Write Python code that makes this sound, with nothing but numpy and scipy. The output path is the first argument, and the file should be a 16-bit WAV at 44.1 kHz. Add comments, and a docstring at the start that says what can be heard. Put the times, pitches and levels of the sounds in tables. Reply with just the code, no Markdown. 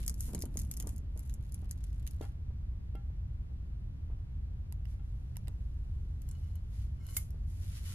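"""Workshop bench: a rusty steel flask is handled with rubber gloves, close to a small stereo microphone. Glove
and grip snap (tick clusters, treble rings) and rustle (noise grains); soft low knocks thud now and then. Taps,
rubs and a slap drive the ringing modes of the steel; a noise echo tail answers the near sounds. Shaped noise
gives lumpy lows and room rumble; a far engine, one gliding tone, speeds up near the end. Above the bass the
sides outweigh the middle."""
import sys
import numpy as np
from scipy import signal
from scipy.fft import rfft, irfft
from scipy.io import wavfile
from scipy.ndimage import uniform_filter1d

SR = 44100
rng = np.random.default_rng(int(sys.argv[2]) if len(sys.argv) > 2 else 0)


def file_out(sig):
    """Save sig as 16-bit WAV at sys.argv[1]."""
    # one column per channel
    cols = np.atleast_2d(sig).T
    # limit, then scale
    lim = np.clip(cols, -1, 1)
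    pcm = np.round(lim * 32767).astype(np.int16)
    wavfile.write(sys.argv[1], SR, pcm)


N = 350152

# room noise, middle: [f/Hz, relative density/dB per Hz]
ROOM_SPECTRUM = [(12, -24), (30, -10), (48, -1), (75, -2.5), (105, -11), (125, -12.5), (160, -22),
                 (250, -33), (450, -46.5), (1000, -54.5), (3000, -64), (8500, -77.5), (11500, -73),
                 (14000, -85.5)]
# room noise, side re middle: [f/Hz, level/dB]
ROOM_SIDE = [(60, -29.5), (110, -19), (200, -5), (500, 2), (1500, 4.5), (10000, 8)]
# hands shift on the mount: [t/s, level/dB]
SHIFT_CURVE = [(0, -52.5), (.2, -56.5), (.35, -42.5), (.5, -49.5), (.8, -54), (.88, -49), (1.0, -59.5),
               (2.1, -63.5)]
# strokes of rubber and cloth: [hold start t/s, hold/s, level/dB, lower-treble body re level/dB,
# grain spread/dB]
RUSTLE_STROKES = [(0, 0.031, -62, -4.5, 9.5), (.22, 0.059, -57, -13.5, 3.5), (.59, 0.036, -62.5, -12, 9),
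                  (.89, 0.021, -66, -13, 4), (1.19, 0.13, -72.5, -8, 9), (1.42, 0.81, -79, -2, 16.5),
                  (2.225, 0.011, -67, -2, 5), (4.89, 0.038, -80, 0.5, 0), (5.05, 2.89, -89, 1, 3),
                  (6.27, 0.24, -81.5, -1, 1), (6.74, 0.097, -75, 0, 1), (7.09, 0.018, -64, -8.5, 5),
                  (7.15, 0.049, -57, -11.5, 0), (7.5, .1, -73, -4, -2), (7.625, 0.1, -67.5, -2.5, 3),
                  (7.755, 0.023, -63, 0, -2), (7.86, 0.073, -60, -2.5, -0.5)]
# snaps of glove and grip: [t/s, reference level/dB, lower-treble body re reference/dB]
SNAP_EVENTS = [(0.064, -41.5, -30), (0.0794, -30.5, -13), (0.0962, -34.5, -18), (0.142, -46, -22),
               (0.207, -36.5, -18), (0.333, -48, -4), (0.3483, -36, -9), (0.3793, -56, 3),
               (0.3912, -47, -29), (0.406, -50, -16), (0.415, -47, -12), (0.4219, -32.5, -16.5),
               (0.455, -48.5, -8), (0.542, -59.5, 1), (0.5719, -32, -15.5), (0.591, -39, -20),
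               (0.5977, -42, -18), (0.618, -44, -35), (0.7137, -37, -13.5), (0.739, -45, -11),
               (0.768, -46, -15), (0.772, -42, -18), (0.8007, -38, -9), (0.807, -46, -26), (0.825, -45, -8),
               (0.8721, -41.5, -10.5), (0.892, -46.5, -10), (0.9624, -52, -14), (0.981, -52, -20),
               (1.1753, -52.5, -10.5), (1.1935, -48, -19), (1.296, -51.5, -2), (1.34, -49, -15),
               (1.522, -50, -20), (1.544, -45.5, -13.5), (1.711, -38.5, -18), (1.84, -50.5, -6),
               (2.067, -50, 1), (2.075, -42.5, -7), (2.1104, -52.5, -14), (2.213, -53.5, 1),
               (2.9543, -59.5, 0.5), (4.7244, -46.5, -7), (4.8547, -61, 6), (5.358, -64, 6),
               (5.3688, -39.5, -12), (5.473, -64, 8), (5.482, -48, -1.5), (6.2193, -56.5, -6),
               (6.2894, -51.5, -19), (6.313, -51, -13), (6.556, -57.5, -12), (7.0666, -54.5, -6),
               (7.1664, -35, -1), (7.17, -31.5, -25), (7.306, -56, -10)]
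# treble colour of snaps and rustle: [f/Hz, relative density/dB per Hz]
TREBLE_COLOUR = [(2500, -25.5), (3600, -36), (4300, -20), (6900, -5), (8500, -7.5), (10700, 0.5),
                 (13200, -4), (14300, -18.5), (16400, -23)]
# small hard part heard in lone snaps: [f/Hz, level in sharp click/dB, level in soft click/dB]
HARD_PART_MODES = [(950, -4, -20), (2050, -11, -3), (2850, -7, 2), (3900, 0, -13), (4850, 0, -2),
                   (8500, -5, -5), (11600, 0, 0)]
# soft low knocks: [t/s, gain/dB, rattle re gain/dB]
SOFT_KNOCKS = [(0.284, -51, 9.5), (0.336, -39, -12), (0.348, -36.5, -12), (0.438, -35.5, -14),
               (0.557, -40.5, -11), (0.801, -51, 1), (0.839, -48.5, 2), (0.869, -40, -4.5),
               (1.162, -47, -3.5), (1.625, -52, 1.5), (2.2104, -32.5, -9.5), (2.236, -47, 5.5),
               (2.504, -54, -2.5), (2.951, -41, -16), (3.102, -55, -7), (4.1, -50, 0.5), (5.48, -48, -1),
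               (7.166, -51, 5), (7.344, -52, 1)]
# blows that set a thin object on the bench ringing: [t/s, level/dB, share of free ring time]
RINGING_BLOWS = [(2.225, -55, 0.36), (2.237, -63, .8), (2.953, -61, 1.1), (4.995, -71.5, 0.66)]
# modes of that object: [f/Hz, level/dB, free t60/s]
THIN_OBJECT_MODES = [(635, -8, .14), (802, 1, .3), (1365, 1, .16), (1680, -10, .3), (2116, -6, .1),
                     (2750, -4, .1), (3230, -4, .08)]
# far engine: [t/s, firing f/Hz, level/dB]
ENGINE_CURVE = [(5.45, 49.76, -38.5), (5.62, 52, -39.5), (5.9, 68.25, -50), (6.15, 76.15, -38),
                (6.4, 86.32, -45.5), (7.94, 91, -44.5)]
# modes of the steel wall: [f/Hz, level/dB]
FLASK_MODES = [(1095, -1), (1355, -1), (1530, -3), (2055, -5), (2150, -4), (2955, 0), (3025, -4), (4192, 0),
               (4975, -7), (5500, -7), (6360, -5), (6920, -6), (7250, -5)]
# fingertips on the wall: [t/s, force/dB]
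TAP_EVENTS = [(6.287, -74), (6.312, -74), (6.351, -74.5), (6.435, -76), (6.555, -72.5), (7.005, -75),
              (7.061, -83), (7.087, -64), (7.126, -66.5)]
# glove dragged along the wall: [hold start t/s, hold/s, force/dB]
RUB_STROKES = [(6.437, .12, -112), (7.013, 0.12, -101), (7.703, 0.21, -110), (7.862, 0.079, -100)]

ROOM_NOISE_DB = -38.5      # rms of the middle
GRAINS_PER_S, RUSTLE_TOP_HZ = 3900, 12860
STROKE_RISE_DB_PER_S, STROKE_FALL_DB_PER_S = 288.5, 239
# rubber settling after a snap: level re snap, body re level, grain spread
SETTLE_DB, SETTLE_BODY_DB, SETTLE_SPREAD_DB = -36, -12.5, 6
# side re middle
NEAR_SIDE_DB, RUSTLE_SIDE_DB, KNOCK_SIDE_DB, TICK_SIDE_DB = 1, 4, -14.5, 6
# re snap reference; satellites are further scattered down
TICK_DB, HISS_DB, SATELLITE_DB = 10, -6, -15.5
HISS_T60_S, LONE_HISS_T60_S = 0.022, 0.022 / 3
# while the hands rest a snap comes nearly alone
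LONE_FROM_S, LONE_TO_S = 2.5, 5.8
LONE_SNAP_DB, LONE_SATELLITE_DB = -10, -20
SNAP_RING_T60_S, SNAP_RING_DB, SNAP_SPREAD_DB = 0.0034, -16.5, 7
HARD_PART_CYCLES, SOFT_BELOW_DB = 25, -55
FLASK_T60_S = 0.09
TAP_SPREAD_DB, GRIP_WANDER_DB = 3, 3      # standard deviations
SLAP_S, SLAP_DB, CRACK_DB, CRACK_T60_S = 7.167, -40.5, -25, 0.067
ECHO_T60_S, ECHO_DB, WALL_CUT_HZ = 0.076, -14, 3900
OFFSET, STOPBAND_HZ = 0.0018, 16500      # offset in full scale


def from_db(db):
    """Decibels to gain."""
    return 10 ** (np.asarray(db) / 20)


def rms_one(x):
    """Scale to rms 1."""
    return x / np.sqrt(np.mean(x ** 2) + 1e-20)


def in_time(rows):
    """Columns of a curve at every sample, and a mask of the time it covers."""
    s, *columns = np.transpose(rows)
    t = np.arange(N) / SR
    return [np.interp(t, s, c) for c in columns] + [(t >= s[0]) & (t <= s[-1])]


def at_hz(hz, points):
    """Level of a (Hz, dB) curve, interpolated over log frequency."""
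    points_hz, points_db = np.transpose(points)
    return np.interp(np.log(hz), np.log(points_hz), points_db)


def filtered(x, order, edge_hz, kind="low"):
    """Causal Butterworth filter."""
    return signal.sosfilt(signal.butter(order, edge_hz, kind, fs=SR, output="sos"), x)


def colour(x, points):
    """Short causal filter whose gain follows (Hz, dB) points; white rms 1 stays rms 1."""
    level_db = at_hz(np.linspace(1, SR / 2, 257), points)
    cepstrum = irfft(np.log(from_db(np.maximum(level_db, -70))))
    cepstrum[1:256] *= 2      # minimum phase: fold the cepstrum forward
    cepstrum[257:] = 0
    taps = irfft(np.exp(rfft(cepstrum)))[:200]
    return signal.lfilter(taps / np.sqrt(np.sum(taps ** 2)), [1], x)


def body_band(x, top_hz):
    """The lower treble; white rms 1 stays near rms 1."""
    return 2.0 * filtered(x, 2, [1300, top_hz], "band")


def ring(clicks, hz, t60_s):
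    """Two-pole resonator: a unit click sets a dying sine of height 1 ringing."""
    r, w = from_db(-60 / (t60_s * SR)), 2 * np.pi * hz / SR
    return signal.lfilter([0, np.sin(w)], [1, -2 * r * np.cos(w), r * r], clicks + 1e-18)


def left_right(mid_side, side_db):
    """Middle plus and minus the side."""
    mid, side = mid_side[0], from_db(side_db) * mid_side[1]
    return np.array([mid + side, mid - side])


def swell(start_s, hold_s, level_db):
    """Gain of one movement: rises up to its start, holds and dies away at set rates."""
    t = np.arange(N) / SR
    rise_db = STROKE_RISE_DB_PER_S * np.maximum(start_s - t, 0)
    fall_db = STROKE_FALL_DB_PER_S * np.maximum(t - start_s - hold_s, 0)
    return from_db(level_db - rise_db - fall_db)


def room_noise():
    """Steady rumble falling to a faint hiss; middle and side are unrelated noises."""
    hz = np.maximum(np.arange(N // 2 + 1) * SR / N, 1)
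    mid_db = at_hz(hz, ROOM_SPECTRUM)
    side_db = mid_db + at_hz(hz, ROOM_SIDE)
    white = rfft(rng.standard_normal((2, N)))
    both = irfft(white * from_db([mid_db, side_db]), N)
    return from_db(ROOM_NOISE_DB) * left_right(both / np.std(both[0]), 0)


def shifting():
    """Low noise in lumps of some ten milliseconds, alike in both sides."""
    level_db, on = in_time(SHIFT_CURVE)
    drift = signal.lfilter([1], [1, -.998], rng.standard_normal(N))
    lumps = from_db(3 * rms_one(drift))
    low = filtered(rng.standard_normal(N), 2, [125, 230], "band")
    return on * from_db(level_db) * rms_one(low * lumps)


def rustle():
    """Dense tiny slips of uneven size, each under a millisecond of noise, under the hands' movement."""
    moves = list(RUSTLE_STROKES)
    for s, level_db, _ in SNAP_EVENTS:
        if level_db > -47 and not LONE_FROM_S < s < LONE_TO_S:
            # rubber settles back with a dying rustle
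            moves.append((s, 0, level_db + SETTLE_DB, SETTLE_BODY_DB, SETTLE_SPREAD_DB))
    total, body, spread = 1e-20, 0, 0
    for start_s, hold_s, level_db, body_db, spread_db in moves:
        power = swell(start_s, hold_s, level_db) ** 2
        total = total + power
        body = body + power * from_db(2 * body_db)
        spread = spread + power * spread_db
    size = np.minimum(rng.exponential(1, N), 4)
    slips = (rng.random(N) < GRAINS_PER_S / SR) * from_db(2 * spread / total * size)
    grain_power = signal.lfilter([1], [1, -.93], slips) + 1e-9
    # level evened over 50 ms
    grains = np.sqrt(grain_power / uniform_filter1d(grain_power, size=SR // 20))
    noise = rng.standard_normal((2, 2, N)) * grains
    treble = colour(np.sqrt(total) * noise[0], TREBLE_COLOUR)
    lower_treble = body_band(np.sqrt(body) * noise[1], top_hz=6660)
    return left_right(filtered(treble + lower_treble, 8, RUSTLE_TOP_HZ), RUSTLE_SIDE_DB)


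def snaps():
    """Main tick, weaker ticks around it, faint hiss, own treble rings; a lone one rings a hard part."""
    ticks, hiss, body = np.zeros(N), np.zeros(N), np.zeros(N)
    age = np.arange(SR // 20) / SR
    part_hz, sharp_db, soft_db = np.transpose(HARD_PART_MODES)
    clicks, favour = np.zeros((len(part_hz), N)), np.zeros((10, N))
    for s, level_db, body_db in SNAP_EVENTS:
        i = round(s * SR)
        span = slice(i, i + len(age))
        alone = LONE_FROM_S < s < LONE_TO_S
        lone_db = LONE_SNAP_DB * alone
        lean = rng.standard_normal(10)
        ticks[i + 12] += from_db(level_db + TICK_DB + lone_db)

        part_db = soft_db if level_db < SOFT_BELOW_DB else sharp_db
        part_db = part_db + body_db * (part_hz < 5000) + 2 * lean[:len(part_hz)]
        clicks[:, i + 12] += alone * from_db(level_db + part_db)

        # six satellites, from 2.5 ms before to 10.5 ms after
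        place, drop, sign = rng.random((3, 6))
        at = i + ((0.013 * place ** 2 - .0025) * SR).astype(int)
        satellite_db = level_db + TICK_DB + SATELLITE_DB + LONE_SATELLITE_DB * alone - 28 * drop
        ticks[at] += from_db(satellite_db) * np.sign(sign - .5)

        hiss_t60_s = LONE_HISS_T60_S if alone else HISS_T60_S
        hiss[span] += from_db(level_db + HISS_DB - 60 * age / hiss_t60_s)
        body_fall = from_db(level_db + body_db + lone_db - 60 * age / 0.012)
        body[span] += body_fall * np.minimum(age / 0.00067, 1)
        gains = from_db(SNAP_RING_DB) * rms_one(from_db(SNAP_SPREAD_DB * lean))
        favour[:, i - SR // 300:i + len(age)] = gains[:, None]

    ring_hz = np.geomspace(4500, 13500, 10)
    ticks = ticks + sum(ring(ticks * gain, hz, SNAP_RING_T60_S) for hz, gain in zip(ring_hz, favour))
    # side is the slope of the middle: left leads
    direct = np.array([ticks, from_db(TICK_SIDE_DB) * np.gradient(ticks)])
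    noise = rng.standard_normal((2, 2, N))
    treble = colour(direct + hiss * noise[0], TREBLE_COLOUR)
    lower_treble = body_band(body * noise[1], top_hz=5100)
    part_t60_s = np.clip(HARD_PART_CYCLES / part_hz, .005, .025)
    hard = sum(ring(c, hz, t60_s) for c, hz, t60_s in zip(clicks, part_hz, part_t60_s))
    hard_to_right = hard * [[1], [-1]]
    return left_right(treble + lower_treble + hard_to_right, NEAR_SIDE_DB)


def knocks():
    """One push of a few milliseconds and a short low rattle; a few blows ring a thin object."""
    out, age = np.zeros((2, N)), np.arange(SR // 4) / SR
    push_envelope = from_db(-60 * age / 0.0088) * np.minimum(age / 0.00078, 1)
    push = 3.0 * np.sin(2 * np.pi * 330 * age) * push_envelope
    for s, gain_db, rattle_db in SOFT_KNOCKS:
        i = round(s * SR)
        dull = filtered(rng.standard_normal((2, len(age))), 2, [250, 1100], "band")
        knock = dull * from_db(rattle_db - 60 * age / 0.13) * np.minimum(age / 0.0065, 1)
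        knock[0] += push
        out[:, i:i + len(age)] += knock * from_db(gain_db)
    for s, blow_db, share in RINGING_BLOWS:
        i = round(s * SR)
        for hz, mode_db, t60_s in THIN_OBJECT_MODES:
            out[0, i:i + len(age)] += from_db(blow_db + mode_db) * ring(age == 0, hz, share * t60_s)
    return left_right(out, KNOCK_SIDE_DB)


def engine():
    """Only the firing tone carries this far: one sine of gliding pitch and level."""
    hz, level_db, on = in_time(ENGINE_CURVE)
    fade = uniform_filter1d(on * 1., size=SR // 10)
    tone = np.sqrt(2) * np.sin(2 * np.pi * np.cumsum(hz) / SR)
    return fade * from_db(level_db) * tone


def flask(force):
    """The steel wall rings in its modes, nearer the right; one force for all modes or one for each."""
    force = np.broadcast_to(force, (len(FLASK_MODES), N))
    wall = sum(from_db(db) * ring(f, hz, FLASK_T60_S) for f, (hz, db) in zip(force, FLASK_MODES))
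    return wall * np.array([[.72], [1.1]])


def taps():
    """Each tap strikes every mode of the wall with a strength of its own."""
    s, force_db = np.transpose(TAP_EVENTS)
    spread_db = TAP_SPREAD_DB * rng.standard_normal((len(s), len(FLASK_MODES)))
    force = np.zeros((len(FLASK_MODES), N))
    force[:, (s * SR).astype(int)] = from_db(force_db[:, None] + spread_db).T
    return flask(force)


def rubbing():
    """Uneven slips over the rust keep the wall's modes sounding; the moving grip favours some in turn."""
    slips = (rng.random(N) < 900.0 / SR) * rng.standard_normal(N)
    steps = rng.standard_normal((len(FLASK_MODES), N // 1024 + 2))
    wander = np.array([np.interp(np.arange(N) / 1024, np.arange(len(row)), row) for row in steps])
    force = sum(swell(*rub) for rub in RUB_STROKES) * rms_one(slips)
    return flask(force * from_db(GRIP_WANDER_DB * wander))


def slap():
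    """A palm lands: flask modes near 2 kHz ring, the stretched rubber cracks high, to the right."""
    click = np.zeros(N)
    click[round(SLAP_S * SR)] = 1
    wall = flask(filtered(from_db(SLAP_DB) * click, 2, [2000, 2280], "band"))
    fall = signal.lfilter([1], [1, -from_db(-60 / (CRACK_T60_S * SR))], click)
    crack = filtered(fall * rng.standard_normal((2, N)), 2, [10000, 14000], "band")
    return wall + from_db(CRACK_DB) * left_right(crack, NEAR_SIDE_DB) * [[.8], [1.2]]


def workshop_echo(x):
    """Tail of decaying noise, different for each side, duller than the direct sound; fed by the left."""
    age = np.arange(int(.4 * SR)) / SR
    tail = rng.standard_normal((2, len(age))) * from_db(-60 * age / ECHO_T60_S) * (age > .003)
    tail = filtered(tail, 1, WALL_CUT_HZ)
    tail = left_right(tail / np.sqrt(np.sum(tail[0] ** 2)), NEAR_SIDE_DB)
    return from_db(ECHO_DB) * signal.fftconvolve(x[:1], tail, axes=1)[:, :N]


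def scene():
    """Hands, bench and flask with their echo, over lumpy lows, room noise and the engine."""
    near = rustle() + snaps() + knocks() + taps() + rubbing() + slap()
    return near + workshop_echo(near) + room_noise() + shifting() + engine()


def record(dry):
    """A small steady offset; the top is cut."""
    return signal.sosfilt(signal.cheby2(12, 70, STOPBAND_HZ, fs=SR, output="sos"), dry + OFFSET)


dry = scene()
out = record(dry)
file_out(out)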